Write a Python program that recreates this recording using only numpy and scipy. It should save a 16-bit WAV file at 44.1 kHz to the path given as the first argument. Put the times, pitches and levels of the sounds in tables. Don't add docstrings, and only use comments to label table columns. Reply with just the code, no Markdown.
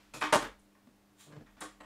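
import sys
import numpy as np
from scipy import signal
from scipy.fft import rfft, irfft
from scipy.io import wavfile
from scipy.ndimage import uniform_filter1d

SR = 44100
rng = np.random.default_rng(int(sys.argv[2]) if len(sys.argv) > 2 else 0)


def amplitude_ratio(level_db):
    exponent = np.asarray(level_db, float) / 20
    return 10 ** exponent


def put_to_file(sound):
    columns = np.atleast_2d(sound).T
    safe = np.clip(columns, -1, 1)
    whole_steps = np.round(safe * 32767)
    wavfile.write(sys.argv[1], SR, whole_steps.astype(np.int16))


N = 81585


def colour(x, points):
    p, size = np.array(points, float), 4096
    hz = np.maximum(np.arange(size // 2 + 1) * SR / size, 1)
    log_gain = np.interp(np.log(hz), np.log(p[:, 0]), p[:, 1]) * np.log(10) / 20
    cepstrum = irfft(log_gain)
    cepstrum[1:size // 2] *= 2
    cepstrum[size // 2 + 1:] = 0
    response = irfft(np.exp(rfft(cepstrum)))
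    return signal.fftconvolve(x, response)[:len(x)]


def ring(x, modes):
    out = 0
    for hz, db, t60 in modes:
        pole = np.exp(2j * np.pi * hz / SR - np.log(1000) / (max(t60, .003) * SR))
        out = out + amplitude_ratio(db) * signal.lfilter([1], [1, -pole], x).imag
    return out


def unit(x):
    return x / np.sqrt(np.mean(x ** 2))


def curve(rows, outside_db=None):
    r = np.array(rows, float)
    return amplitude_ratio(np.interp(np.arange(N) / SR, r[:, 0], r[:, 1], outside_db, outside_db))


def clicks(per_s, spread_db):
    chance, sign, size = rng.random((3, N))
    happens = chance < per_s / SR
    return unit(happens * np.sign(sign - .5) * amplitude_ratio(-spread_db * np.log(size + 0.035)))


def body(push, blow, modes, tint, ring_db, wet_db):
    ring_send_db = -6
    probe = signal.unit_impulse(8192)
    plain_size = np.sqrt(np.sum(colour(probe, tint) ** 2))
    ring_size = np.sqrt(np.sum(ring(probe, modes) ** 2))
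    plain = colour(push, tint) / plain_size
    rung = amplitude_ratio(ring_db) * ring(push + blow, modes) / ring_size
    return np.array([plain + rung, amplitude_ratio(wet_db) * (plain + amplitude_ratio(ring_send_db) * rung)])


def contact(rows, modes, tint, ring_db, wet_db):
    bite_s, blow_db = 0.0021, 16
    t, push, blow = np.arange(N) / SR, np.zeros(N), np.zeros(N)
    grit = clicks(per_s=7000, spread_db=1)
    for start_s, db, length_s in rows:
        age = np.maximum(t - start_s, 0)
        swell = (1 - np.exp(-age / bite_s)) * np.exp(-(age / length_s) ** 3)
        push += amplitude_ratio(db) * swell * grit * np.sqrt(0.015 / length_s)
        blow[int((start_s + bite_s) * SR)] = amplitude_ratio(db + blow_db)
    return body(push, blow, modes, tint, ring_db, wet_db)


# pitch_hz, level_db per Hz
AIR_COLOUR = [(50, -7), (118, 3), (148, -6), (185, -5), (260, 0), (700, -5), (3500, -16), (15800, -24)]


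def room_hiss():
    return amplitude_ratio(-69) * unit(colour(rng.standard_normal(N), AIR_COLOUR))


# pitch_hz, level_db
EARLIER_COLOUR = [(200, -9.5), (500, -12.5), (1500, -5), (3000, -9.5), (7500, -18.5), (9000, -23.5),
                  (15500, -31.5)]


def earlier_clink():
    start_db, t60_s = -65.5, 1
    fade = amplitude_ratio(start_db - 60 * np.arange(N) / SR / t60_s)
    return fade * unit(colour(rng.standard_normal(N), EARLIER_COLOUR))


# pitch_hz, level_db (rms)
HUM = [(100, -84), (200, -70), (300, -74)]


def mains_hum():
    t, wobble_db = np.arange(N) / SR, 1.5
    wobble = rng.standard_normal((len(HUM), N))
    for _ in range(2):
        wobble = uniform_filter1d(wobble, 3000, axis=1)
    hum = np.zeros(N)
    for (hz, db), w in zip(HUM, unit(wobble)):
        hum += amplitude_ratio(db + wobble_db * w) * np.sqrt(2) * np.sin(2 * np.pi * hz * t)
    return hum


# time_s, level_db
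SWAY = [(0.0, -79), (0.108, -70), (0.318, -60), (0.51, -57), (0.524, -64.5), (0.886, -92), (0.922, -78),
        (1.24, -87.5), (1.452, -67), (1.72, -70.5), (1.736, -71), (1.85, -68)]


def bench_sway():
    sway_hz, width_hz = 43, 22
    b, a = signal.iirpeak(sway_hz, sway_hz / width_hz, fs=SR)
    sway = signal.lfilter(b, a, signal.lfilter(b, a, rng.standard_normal(N)))
    sway = sway / (np.abs(signal.hilbert(sway)) + .4 * np.std(sway))
    return unit(sway) * curve(SWAY)


# pitch_hz, t60_s
ROOM_DECAY = [(150, 0.27), (400, 0.27), (1000, 0.25), (2500, 0.27), (6000, 0.26), (12000, 0.22)]


def room(x):
    rise_s, direct_db = 0.011, 0.5
    t, decay, tail = np.arange(SR * 7 // 10) / SR, np.array(ROOM_DECAY), 0
    edges = np.r_[30, np.sqrt(decay[1:, 0] * decay[:-1, 0]), 18000]
    for low_hz, high_hz, t60_s in zip(edges, edges[1:], decay[:, 1]):
        band_pass = signal.butter(2, [low_hz, high_hz], "bandpass", fs=SR, output="sos")
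        band = signal.sosfilt(band_pass, rng.standard_normal(len(t)))
        tail = tail + band * amplitude_ratio(-60 * t / t60_s)
    tail = tail * (1 - np.exp(-t / rise_s))
    tail = tail / np.sqrt(np.sum(tail ** 2))
    return amplitude_ratio(direct_db) * x[0] + signal.fftconvolve(x[1], tail)[:N]


# time_s, level_db
SLIDE = [(1.16, -87), (1.19, -67), (1.21, -57), (1.245, -66.5), (1.29, -76.5), (1.4, -96), (1.55, -87),
         (1.7, -91)]
# pitch_hz, level_db, t60_s
SLIDE_MODES = [(1970, -5, 0.018), (3030, -19, 0.0096), (4040, -6.5, 0.035), (6330, -16, .01),
               (7550, 3.5, 0.013)]
# pitch_hz, level_db
SLIDE_COLOUR = [(300, -34), (900, -17.5), (2900, -15), (3630, -8.5), (4840, -20), (8500, -13),
                (11500, -22.5), (15500, -25)]


def slide():
    scrape = clicks(per_s=9500, spread_db=1.6) * curve(SLIDE, outside_db=-120)
    return body(scrape, 0, SLIDE_MODES, SLIDE_COLOUR, ring_db=-9.5, wet_db=-1.43)


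# time_s, level_db
JUDDER = [(1.262, -65), (1.282, -61), (1.296, -63.5), (1.312, -56.5), (1.322, -56), (1.338, -55.5),
          (1.352, -63), (1.368, -52), (1.384, -55.5), (1.396, -60), (1.425, -60), (1.445, -84)]
# pitch_hz, level_db, t60_s
BUMP_MODES = [(150, 0, .03), (298, -12, .04), (440, -20, .04), (570, -20, .04), (1190, -26, .03)]
# pitch_hz, level_db
BUMP_COLOUR = [(59, -21.5), (100, -9.5), (144, -15.5), (312, -16), (368, -13.5), (571, -16), (8000, -44.5),
               (10400, -65), (17600, -120)]


def judder():
    jolts_per_s, jitter, scatter_db, rub_db = 150, .03, 2, -3
    uneven = rng.standard_normal((400, 2))
    at = (np.cumsum(1 + jitter * uneven[:, 0]) / jolts_per_s * SR).astype(int)
    inside = at < N
    jolts = np.zeros(N)
    jolts[at[inside]] = amplitude_ratio(scatter_db * uneven[inside, 1])
    effort = curve(JUDDER, outside_db=-120)
    rub = amplitude_ratio(rub_db) * clicks(per_s=3100, spread_db=1.9) * effort
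    return body(rub, unit(jolts) * effort, BUMP_MODES, BUMP_COLOUR, ring_db=1, wet_db=-14)


# start_s, level_db, length_s
TAPS = [
    (.871, -60, 0.0048),
    (1.408, -60, 0.007),
    (1.463, -76, 0.01),
    (1.572, -68.5, .01),
]
# pitch_hz, level_db, t60_s
TAP_MODES = [(255, 5, 0.05), (638, -3, 0.035)]


def taps():
    return contact(TAPS, TAP_MODES, BUMP_COLOUR, ring_db=6.9, wet_db=-2)


# start_s, level_db, length_s
SET_DOWN = [
    (1.802, -55, 0.01),
    (1.808, -55, 0.0048),
    (1.815, -54.5, 0.0066),
    (1.832, -57.5, 0.035),
]
# pitch_hz, level_db, t60_s
SET_DOWN_MODES = [(301, 0, .1), (630, -3, .08), (1070, -2, .06), (1250, -1, .04), (1890, 1, .05),
                  (2700, -9, .04), (3130, -11, .04), (3950, -15, .03), (6680, -18, .03), (7690, -11, .05)]
# pitch_hz, level_db
SET_DOWN_COLOUR = [(100, -28), (300, -2), (1000, -1), (2000, -5.5), (4300, -20), (5200, -24.5),
                   (8000, -23.5), (15500, -44)]


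def set_down():
    return contact(SET_DOWN, SET_DOWN_MODES, SET_DOWN_COLOUR, ring_db=0.1, wet_db=-3.7)


# start_s, level_db, length_s
WIRE_TICKS = [
    (.2065, -54.5, 0.0068),
    (.591, -72.5, 0.013),
    (1.605, -48.5, 0.0095),
]
# pitch_hz, level_db, t60_s
WIRE_MODES = [(6600, -6, .02), (7350, 0, .03), (8400, -3, .015), (9350, -1, .02), (9850, -1, .025),
              (11100, -6, .012)]
# pitch_hz, level_db
WIRE_COLOUR = [(500, -15), (4000, -27), (6500, -1), (10000, 0.5), (11000, -13), (13000, -12.5),
               (15500, -19)]


def wire_ticks():
    return contact(WIRE_TICKS, WIRE_MODES, WIRE_COLOUR, ring_db=-0.5, wet_db=1.2)


# start_s, level_db, length_s
JAW_TICKS = [
    (.136, -43.5, 0.021),
]
# pitch_hz, level_db, t60_s
JAW_MODES = [(125, -12, .12), (310, -9, .05), (1227, -8, .03), (2640, 1, .045), (4296, -8, .02),
             (7100, -4, .015), (9700, -7, .012), (14560, -18, .015)]
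# pitch_hz, level_db
JAW_COLOUR = [(60, -27), (125, 6), (190, -21), (290, -6.5), (1230, -11.5), (2100, -20.5), (2700, -13),
              (9700, -22), (15500, -36)]


def jaw_ticks():
    return contact(JAW_TICKS, JAW_MODES, JAW_COLOUR, ring_db=-2.6, wet_db=3.0)


# start_s, level_db, length_s
GRIP_KNOCKS = [(.2105, -37, 0.0086), (.214, -43, 0.0062), (.219, -32.5, 0.0078), (.2255, -33.5, 0.004),
               (.232, -38, .008), (.2385, -38.5, 0.0049), (.253, -45, 0.0071), (.271, -47, .006),
               (.750, -70, 0.0072), (1.322, -59.5, 0.011), (1.46, -64.5, 0.026), (1.566, -64, 0.011),
               (1.578, -61.5, 0.053)]
# pitch_hz, level_db, t60_s
GRIP_MODES = [(120, -20, .08), (305.8, -2, 0.24), (656, 0.5, 0.0491), (960, -6.5, .05), (1063, 2.5, .05),
              (1270, 1.5, 0.12), (1470, 3, 0.063), (1846, 10.5, 0.032), (2393, -1, .05),
              (3520, -1.5, 0.037)]
# pitch_hz, level_db
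GRIP_COLOUR = [(100, -16.5), (181, -26), (300, -12), (560, -14.5), (1060, -3), (1800, -5), (8000, -27),
               (15500, -44)]


def grip_knocks():
    return contact(GRIP_KNOCKS, GRIP_MODES, GRIP_COLOUR, ring_db=-4.0, wet_db=0.2)


# start_s, level_db, length_s
CUTS = [
    (1.609, -47, 0.0066),
    (1.615, -40.5, 0.015),
    (1.630, -51.5, 0.018),
    (1.652, -63, 0.009),
    (1.675, -79, 0.021),
    (1.71, -65, 0.075),
]
# pitch_hz, level_db, t60_s
SNIP_MODES = [(125, -11, .1), (307, 2, .12), (440, -4, .1), (947, -1, .07), (1260, -3, .06),
              (1570, -7, .05), (1920, 3, .04), (3325, -10, .1), (3815, -11, .08), (4040, -11, .04),
              (6880, -12, .08), (7310, -5, .09), (9350, -12, .03), (9840, -14, .035)]
# pitch_hz, level_db
CUT_COLOUR = [(59, -40), (100, -44.5), (300, 5.5), (394, -6.5), (438, -3), (977, -8), (1130, -2.5),
              (9540, -23.5), (15500, -52)]


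def cuts():
    return contact(CUTS, SNIP_MODES, CUT_COLOUR, ring_db=1.0, wet_db=-1.6)


# start_s, level_db, length_s
REBOUNDS = [
    (.42, -34.5, 0.015),
    (.44, -39, 0.023),
    (.465, -47, .02),
]
# pitch_hz, level_db, t60_s
REBOUND_MODES = [(301, 8, 0.093), (457, 3.5, 0.13), (920, -16, 0.032), (1270, -9, 0.14), (1730, -2, 0.025),
                 (130, -17, 0.077)]
# pitch_hz, level_db
REBOUND_COLOUR = [(59, -96), (100, -8), (1230, -7), (1520, -7.5), (1920, -7.5), (2130, -12), (15500, -38.5)]


def rebounds():
    return contact(REBOUNDS, REBOUND_MODES, REBOUND_COLOUR, ring_db=-2.5, wet_db=-8.0)


# start_s, level_db, length_s
DROPS = [
    (.3235, -29.5, 0.0061),
    (.327, -23, 0.0057),
    (.333, -27.5, 0.0057),
    (.3365, -27.5, .007),
    (.344, -26, .006),
    (.350, -26, 0.0042),
    (.356, -24.5, 0.0037),
    (.361, -30, 0.0059),
    (.374, -41.5, 0.0043),
    (.394, -43.5, 0.005),
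]
# pitch_hz, level_db, t60_s
BENCH_MODES = [(155, -28, .035), (289, -4, .18), (341, -8, .12), (446, -7, .1), (630, 5, .07),
               (947, -6, .07), (1003, -8, .06), (1091, -8, .05), (1221, -8, .05), (1463, -6, .05),
               (1680, -4, .045), (1880, -4, .03), (2870, -5, .015), (3680, -13, .03)]
# pitch_hz, level_db
DROP_COLOUR = [(100, -49), (290, -5.5), (520, -14), (700, -7.5), (1300, -8.5), (4500, -20), (9800, -24),
               (15500, -50)]


def drops():
    return contact(DROPS, BENCH_MODES, DROP_COLOUR, ring_db=0.78, wet_db=-6.0)


def scene():
    background = room_hiss() + earlier_clink() + mains_hum() + bench_sway()
    near = slide() + judder() + taps() + set_down() + wire_ticks()
    near = near + jaw_ticks() + grip_knocks() + cuts() + rebounds() + drops()
    bass_cut = signal.butter(3, 129, "highpass", fs=SR, output="sos")
    near = signal.sosfilt(bass_cut, near)
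    return (room(near) + background)[None]


def band_limit(x):
    return signal.sosfilt(signal.butter(12, 16410, fs=SR, output="sos"), x)


def record(dry):
    low_pass = signal.ellip(10, .2, 80, 15600, fs=SR, output="sos")
    mix = signal.sosfilt(low_pass, dry)
    return band_limit(mix)


dry = scene()
out = record(dry)
put_to_file(out)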